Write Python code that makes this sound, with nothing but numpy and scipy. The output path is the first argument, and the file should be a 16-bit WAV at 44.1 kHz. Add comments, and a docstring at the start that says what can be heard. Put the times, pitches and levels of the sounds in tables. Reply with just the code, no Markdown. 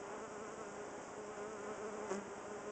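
"""One bee buzzes in small surges close to the microphone, on the comb inside a wooden hive: wingbeat pulses, filtered.
Another darts past, bright and airy, then a round hum; a second bee nearby wanders about a similar pitch.
Further off, twelve drifting pulse trains make the colony's hum, and noise puffs at each beat its fine wing rustle.
Underneath runs a faint regular knocking, decaying sines, probably the camera's mechanism.
Filtered noise gives the air of the box and a light hiss; a small microphone dulls the treble."""
import sys
import numpy as np
from scipy import signal
from scipy.fft import rfft, irfft, next_fast_len
from scipy.io import wavfile
from scipy.ndimage import uniform_filter1d, map_coordinates

SR = 44100
rng = np.random.default_rng(int(sys.argv[2]) if len(sys.argv) > 2 else 0)


def digitize_waveform(pressure):
    """Quantize a signal to 16-bit integers and store it at the path in sys.argv[1].

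    Rows of a 2-D input are taken as channels; values are limited to [-1, 1].
    """
    field = np.atleast_2d(pressure).T
    bounded = np.clip(field, -1, 1)
    quanta = np.round(bounded * 32767).astype(np.int16)
    wavfile.write(sys.argv[1], SR, quanta)


N = 119511

# Near bee on the comb, before its trim: t/s, wingbeat f/Hz, level/dB
NEAR_BEE_SURGES = [(0.0, 201.0, -54), (0.1, 200.0, -57), (0.14, 217.0, -52), (0.19, 203.0, -56),
                   (0.24, 223.0, -50), (0.29, 201.0, -58), (0.33, 216.0, -53), (0.38, 203.0, -55),
                   (0.43, 221.0, -51), (0.48, 204.0, -53), (0.53, 220.0, -54), (0.56, 208.0, -68),
                   (0.6, 222.0, -51), (0.65, 204.0, -54), (0.76, 202.0, -58), (0.81, 208.0, -53),
                   (0.87, 205.0, -59), (1.14, 204.0, -62), (1.21, 215.0, -53), (1.25, 205.0, -55),
                   (1.31, 211.0, -53), (1.34, 210.0, -60), (1.39, 206.0, -49), (1.53, 217.0, -52),
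                   (1.59, 199.0, -50), (1.63, 212.0, -52), (1.66, 203.0, -52), (1.7, 216.0, -47),
                   (1.78, 194.0, -56), (1.82, 216.0, -48), (1.85, 208.0, -48), (1.88, 222.0, -47),
                   (1.92, 201.0, -50), (1.96, 221.0, -49), (2.0, 206.0, -49), (2.04, 216.0, -48),
                   (2.08, 202.0, -51), (2.24, 199.0, -59), (2.33, 198.0, -53), (2.41, 202.0, -62),
                   (2.54, 209.0, -50), (2.61, 204.0, -55), (2.69, 209.0, -48)]
# Colour of its wingbeat hum: f/Hz, relative level/dB
NEAR_BEE_COLOUR = [(40, -46.5), (130, -20.5), (208, -9), (415, 1.5), (620, -12), (830, -24), (1500, -38.5),
                   (5000, -79)]
# Its overtones, before they follow the surges: t/s, level/dB
NEAR_OVERTONE_LEVEL = [(0, -58.5), (.2, -55.5), (.63, -56), (.95, -63), (1.25, -62.5), (1.42, -54.5),
                       (1.9, -55.5), (2.05, -58), (2.3, -62), (2.71, -56)]
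# Colour of those overtones: f/Hz, relative level/dB
NEAR_OVERTONE_COLOUR = [(200, -47), (450, -18.5), (620, 1), (830, -3), (1040, 1.5), (1250, 2.5),
                        (1460, -0.5), (1700, -11.5), (2700, -17.5), (5000, -40)]
NEAR_TRIM_DB, NEAR_RASP_DB = 1.26, -22.5  # rasp level is relative to the tone
NEAR_JITTER = 0.00803  # share of the wingbeat rate
OVERTONE_FOLLOWS = 0.54  # share of each surge/dB that the overtones follow


def near_bee():
    """Close bee: wingbeat pulses filtered to a hum, with wing-tip rasp and overtones that follow its surges."""
    hz, level_db = surges(NEAR_BEE_SURGES)
    overtones_db, = curves(NEAR_OVERTONE_LEVEL)
    # each surge is measured against the average of a third of a second
    surge_db = level_db - uniform_filter1d(level_db, size=SR // 3)
    beats = wingbeats(hz * (1 + NEAR_JITTER * wobble(90)), scatter_db=1)
    tone = unit(coloured(beats, NEAR_BEE_COLOUR))
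    hum = amp(level_db + NEAR_TRIM_DB) * (tone + amp(NEAR_RASP_DB) * rasp(beats))
    overtones = in_box(coloured(beats, NEAR_OVERTONE_COLOUR))
    return hum + amp(overtones_db + OVERTONE_FOLLOWS * surge_db) * overtones


# Bee darting past the microphone:
# t/s, wingbeat f/Hz, overtone level/dB, fundamental level/dB, rasp level/dB
PASSING_BEE_PATH = [(2.04, 203.3, -80, -78, -82), (2.09, 186.7, -54, -66, -61),
                    (2.115, 191, -38, -56, -51.5), (2.14, 194.4, -43, -49.5, -52),
                    (2.165, 202.7, -46.5, -45, -58.5), (2.195, 204.1, -45.5, -48, -71),
                    (2.225, 195, -60, -58, -84), (2.3, 180.3, -77, -70.5, -90)]
# Colour of its overtones: f/Hz, relative level/dB
PASSING_BEE_COLOUR = [(40, -56), (200, -30), (385, 9), (580, -4), (780, -1), (970, -5), (1160, -4.5),
                      (1550, -11), (2500, -17), (5000, -41.5)]
PASSING_AIR_DB, PASSING_HISS_DB = -13, -8.5  # turbulence under its overtones; smooth hiss beside its rasp
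PASSING_SCATTER_DB = .5  # from beat to beat


def passing_bee():
    """A bee darts by: bright buzz and airy noise as it nears, a round sine hum as it turns away."""
    hz, overtones_db, fundamental_db, rasp_db = curves(PASSING_BEE_PATH)
    beats = wingbeats(hz * (1 + .02 * wobble(150)), PASSING_SCATTER_DB)
    hum = unit(np.sin(2 * np.pi * np.cumsum(hz) / SR))
    overtones = in_box(coloured(-beats, PASSING_BEE_COLOUR))
    buzz = overtones + amp(PASSING_AIR_DB) * noise(COLONY_HUM_COLOUR)
    wings = rasp(beats, puff_s=0.0011) + amp(PASSING_HISS_DB) * noise(RASP_COLOUR)
    return amp(overtones_db) * buzz + amp(fundamental_db) * hum + amp(rasp_db) * wings


NEIGHBOUR_HZ, NEIGHBOUR_DB = 205.8, -62.5  # centres of its wandering pitch and level
NEIGHBOUR_DRIFT = 0.03204  # share of the wingbeat rate


def neighbour():
    """A second bee nearby: wingbeat pulses wander about one pitch, coloured like the near bee's hum."""
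    beats = wingbeats(NEIGHBOUR_HZ * (1 + NEIGHBOUR_DRIFT * wobble(16)), scatter_db=1)
    level = amp(NEIGHBOUR_DB + 2.5 * wobble(5.8))
    return level * unit(coloured(beats, NEAR_BEE_COLOUR))


# Colony hum further off, before random swells: t/s, level/dB
COLONY_LEVEL = [(0, -51), (.5, -52), (.56, -53), (.62, -51.5), (.95, -52.5), (1.25, -51.5), (1.45, -53),
                (2.0, -50.5), (2.3, -52), (2.71, -52)]
# Colour of the colony hum: f/Hz, relative level/dB
COLONY_HUM_COLOUR = [(30, -47), (100, -25), (220, -10.5), (330, -1), (480, 0), (620, 0), (800, -1),
                     (1200, -6), (1600, -9.5), (2200, -15.5), (3200, -23.5), (5000, -38)]
# Fine wing rustle, before random swells: t/s, level/dB
RUSTLE_LEVEL = [(0, -69), (.8, -65.5), (.95, -67.5), (1.06, -62.5), (1.14, -70.5), (1.55, -68), (1.75, -65),
                (2.0, -68), (2.3, -75), (2.71, -67)]
COLONY_HZ, COLONY_SPREAD, COLONY_DRIFT = 224.2, .14, .04  # middle pitch; spread and drift as log pitch
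COLONY_SWELL_DB = 1.5  # of each bee
RUSTLE_HZ = 196.5  # middle of the wingbeat behind the rustle


def colony(count=12):
    """Many bees further off: pulse trains, each on its own drifting pitch, over a rustle of puffs."""
    level_db, = curves(COLONY_LEVEL)
    rustle_db, = curves(RUSTLE_LEVEL)
    bees = np.zeros(N)
    for place in np.linspace(-2, 2, count):
        hz = COLONY_HZ * np.exp(COLONY_SPREAD * place + COLONY_DRIFT * wobble(12))
        bees += wingbeats(hz, scatter_db=1.5) * amp(COLONY_SWELL_DB * wobble(8.04))
    hum = amp(level_db + 1.1 * wobble(11.97)) * unit(coloured(bees, COLONY_HUM_COLOUR))
    rustle_beats = wingbeats(RUSTLE_HZ * (1 + .04 * wobble(12)), scatter_db=1.4)
    rustle = rasp(rustle_beats, puff_s=.0007)
    return hum + amp(rustle_db + wobble(21)) * rustle


# Knocks within one cycle, before scatter and colour: t/s, level/dB
CYCLE_KNOCKS = [(0.0137, -48), (0.0796, -46)]
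# Ringing modes of the body: f/Hz, time to fall 60 dB t/s, relative level/dB
BODY_MODES = [(125, 0.018, -21), (260, 0.025, -1), (328, 0.028, -0.5)]
# Colour of the knocking: f/Hz, gain level/dB
KNOCKING_COLOUR = [(25, -11.5), (60, -4), (120, 0.5), (380, -0.5), (700, -8.5), (2000, -29.5)]
CYCLE_S, KNOCK_SCATTER_DB = .1, 1


def mechanism():
    """Two dull knocks in every cycle: decaying sines ringing briefly in the camera's body."""
    out = np.zeros(N + SR)
    t = np.arange(SR // 10) / SR
    ring = sum(amp(level - 60 * t / t60) * np.sin(2 * np.pi * hz * t) for hz, t60, level in BODY_MODES)
    for start in np.arange(0, N / SR, CYCLE_S):
        for s, level_db in CYCLE_KNOCKS:
            first = int(abs(start + s) * SR)
            out[first:][:len(t)] += amp(level_db + KNOCK_SCATTER_DB * rng.normal()) * ring
    return coloured(out[:N], KNOCKING_COLOUR)


# Air inside the hive: f/Hz, relative level/dB
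AIR_COLOUR = [(15, -20.5), (30, -11.5), (50, -7.5), (80, -2), (200, 1), (600, 6.5), (1500, -7.5),
              (4000, -28.5), (9000, -37)]
AIR_DB, HISS_DB = -58, -62


def air_and_hiss():
    """The low air of the box and a light, bright hiss: two steady filtered noises."""
    return amp(AIR_DB) * noise(AIR_COLOUR) + amp(HISS_DB) * noise(RASP_COLOUR)


# Bright colour shared by wing rasp and hiss: f/Hz, relative level/dB
RASP_COLOUR = [(1500, -18.5), (3000, -7), (4500, -11), (5500, -2.5), (7000, 3.5), (7800, 1), (8400, -9.5),
               (9000, -42.5)]
RASP_SCATTER_DB = 2.5


def rasp(beats, puff_s=0.0008):
    """Wing rasp: a short, decaying puff of bright noise at every wingbeat, at rms 1."""
    puffs = signal.lfilter([1], [1, -np.exp(-1 / (puff_s * SR))], beats)
    flicker = amp(RASP_SCATTER_DB * wobble(150))
    return unit(coloured(puffs * flicker * rng.standard_normal(N), RASP_COLOUR))


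def wingbeats(hz, scatter_db):
    """One pulse of air for every wingbeat, each a little different in size."""
    turns = rng.random() + np.cumsum(hz) / SR
    at = np.interp(np.arange(1, int(turns[-1])), turns, np.arange(N))
    size = amp(scatter_db * rng.standard_normal(len(at)))
    # each pulse is shared between the two samples around its exact moment
    i = at.astype(int)
    early = np.bincount(i, size * (1 - at + i), N + 1)
    late = np.bincount(i + 1, size * (at - i), N + 1)
    return (early + late)[:N]


BOX_T60_S, BOX_DB = .03, -5  # the short answer of the wooden walls


def in_box(x):
    """A sound with the hive walls' quick reflections, a decaying noise tail, together at rms 1."""
    t = np.arange(SR // 20) / SR
    highpass = signal.butter(2, 700, "high", fs=SR, output="sos")
    tail = signal.sosfilt(highpass, rng.standard_normal(len(t)))
    tail = tail * amp(-60 * t / BOX_T60_S)
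    reflections = signal.fftconvolve(x, tail / np.linalg.norm(tail))[:N]
    return unit(x + amp(BOX_DB) * reflections)


def noise(spectrum):
    """Steady filtered noise of rms 1."""
    return unit(coloured(rng.standard_normal(N), spectrum))


def coloured(x, points):
    """x through a causal minimum-phase filter with these (f/Hz, level/dB) gains."""
    m = 2 * next_fast_len(N // 2 + SR // 8)
    cepstrum = irfft(np.log(amp(along(points, np.fft.rfftfreq(m, 1 / SR)))))
    # fold the cepstrum forward so that nothing sounds before its cause
    cepstrum[1:m // 2] *= 2
    cepstrum[m // 2 + 1:] = 0
    return irfft(rfft(x, m) * np.exp(rfft(cepstrum)))[:N]


def along(points, hz):
    """Interpolates (f/Hz, value) points on a log frequency axis."""
    f, v = np.transpose(points)
    return np.interp(np.log(hz + 1), np.log(f + 1), v)


def curves(rows):
    """One value per sample for each column after the time."""
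    s, *cols = np.transpose(rows)
    return [np.interp(np.arange(N) / SR, s, c) for c in cols]


def surges(rows):
    """Like curves, but rounded at every crest and trough."""
    s, *cols = np.transpose(rows)
    place = np.interp(np.arange(N) / SR, s, np.arange(len(s)))
    place = place - np.sin(2 * np.pi * place) / (2 * np.pi)
    return [np.interp(place, np.arange(len(s)), c) for c in cols]


def wobble(rate):
    """A smooth random curve, rate knots a second."""
    knots = rng.standard_normal(int(N * rate / SR) + 4)
    return map_coordinates(knots, [np.arange(N) * rate / SR])


def amp(db):
    """Decibels to gain."""
    return 10 ** (np.asarray(db) / 20)


def unit(x):
    """Scaled to rms 1."""
    return x / np.sqrt(np.mean(x ** 2) + 1e-20)


def scene():
    """Bees near and far, knocking, the air of the box and a light hiss, as one channel."""
    bees = near_bee() + passing_bee() + neighbour() + colony()
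    return (bees + mechanism() + air_and_hiss())[None]


# Treble notch of the microphone: f/Hz, gain level/dB
MICROPHONE_RESPONSE = [(3000, -0.5), (3600, -4), (4200, -13), (4800, -1.5), (5400, -2.5)]
TOP_HZ = 8900


def record(dry):
    """A small microphone: a notch in the treble, and nothing passed from TOP_HZ up."""
    m = next_fast_len(N + SR // 4)
    spectrum = rfft(coloured(dry[0], MICROPHONE_RESPONSE), m)
    passed = np.fft.rfftfreq(m, 1 / SR) < TOP_HZ
    return irfft(spectrum * passed, m)[None, :N]


dry = scene()
out = record(dry)
digitize_waveform(out)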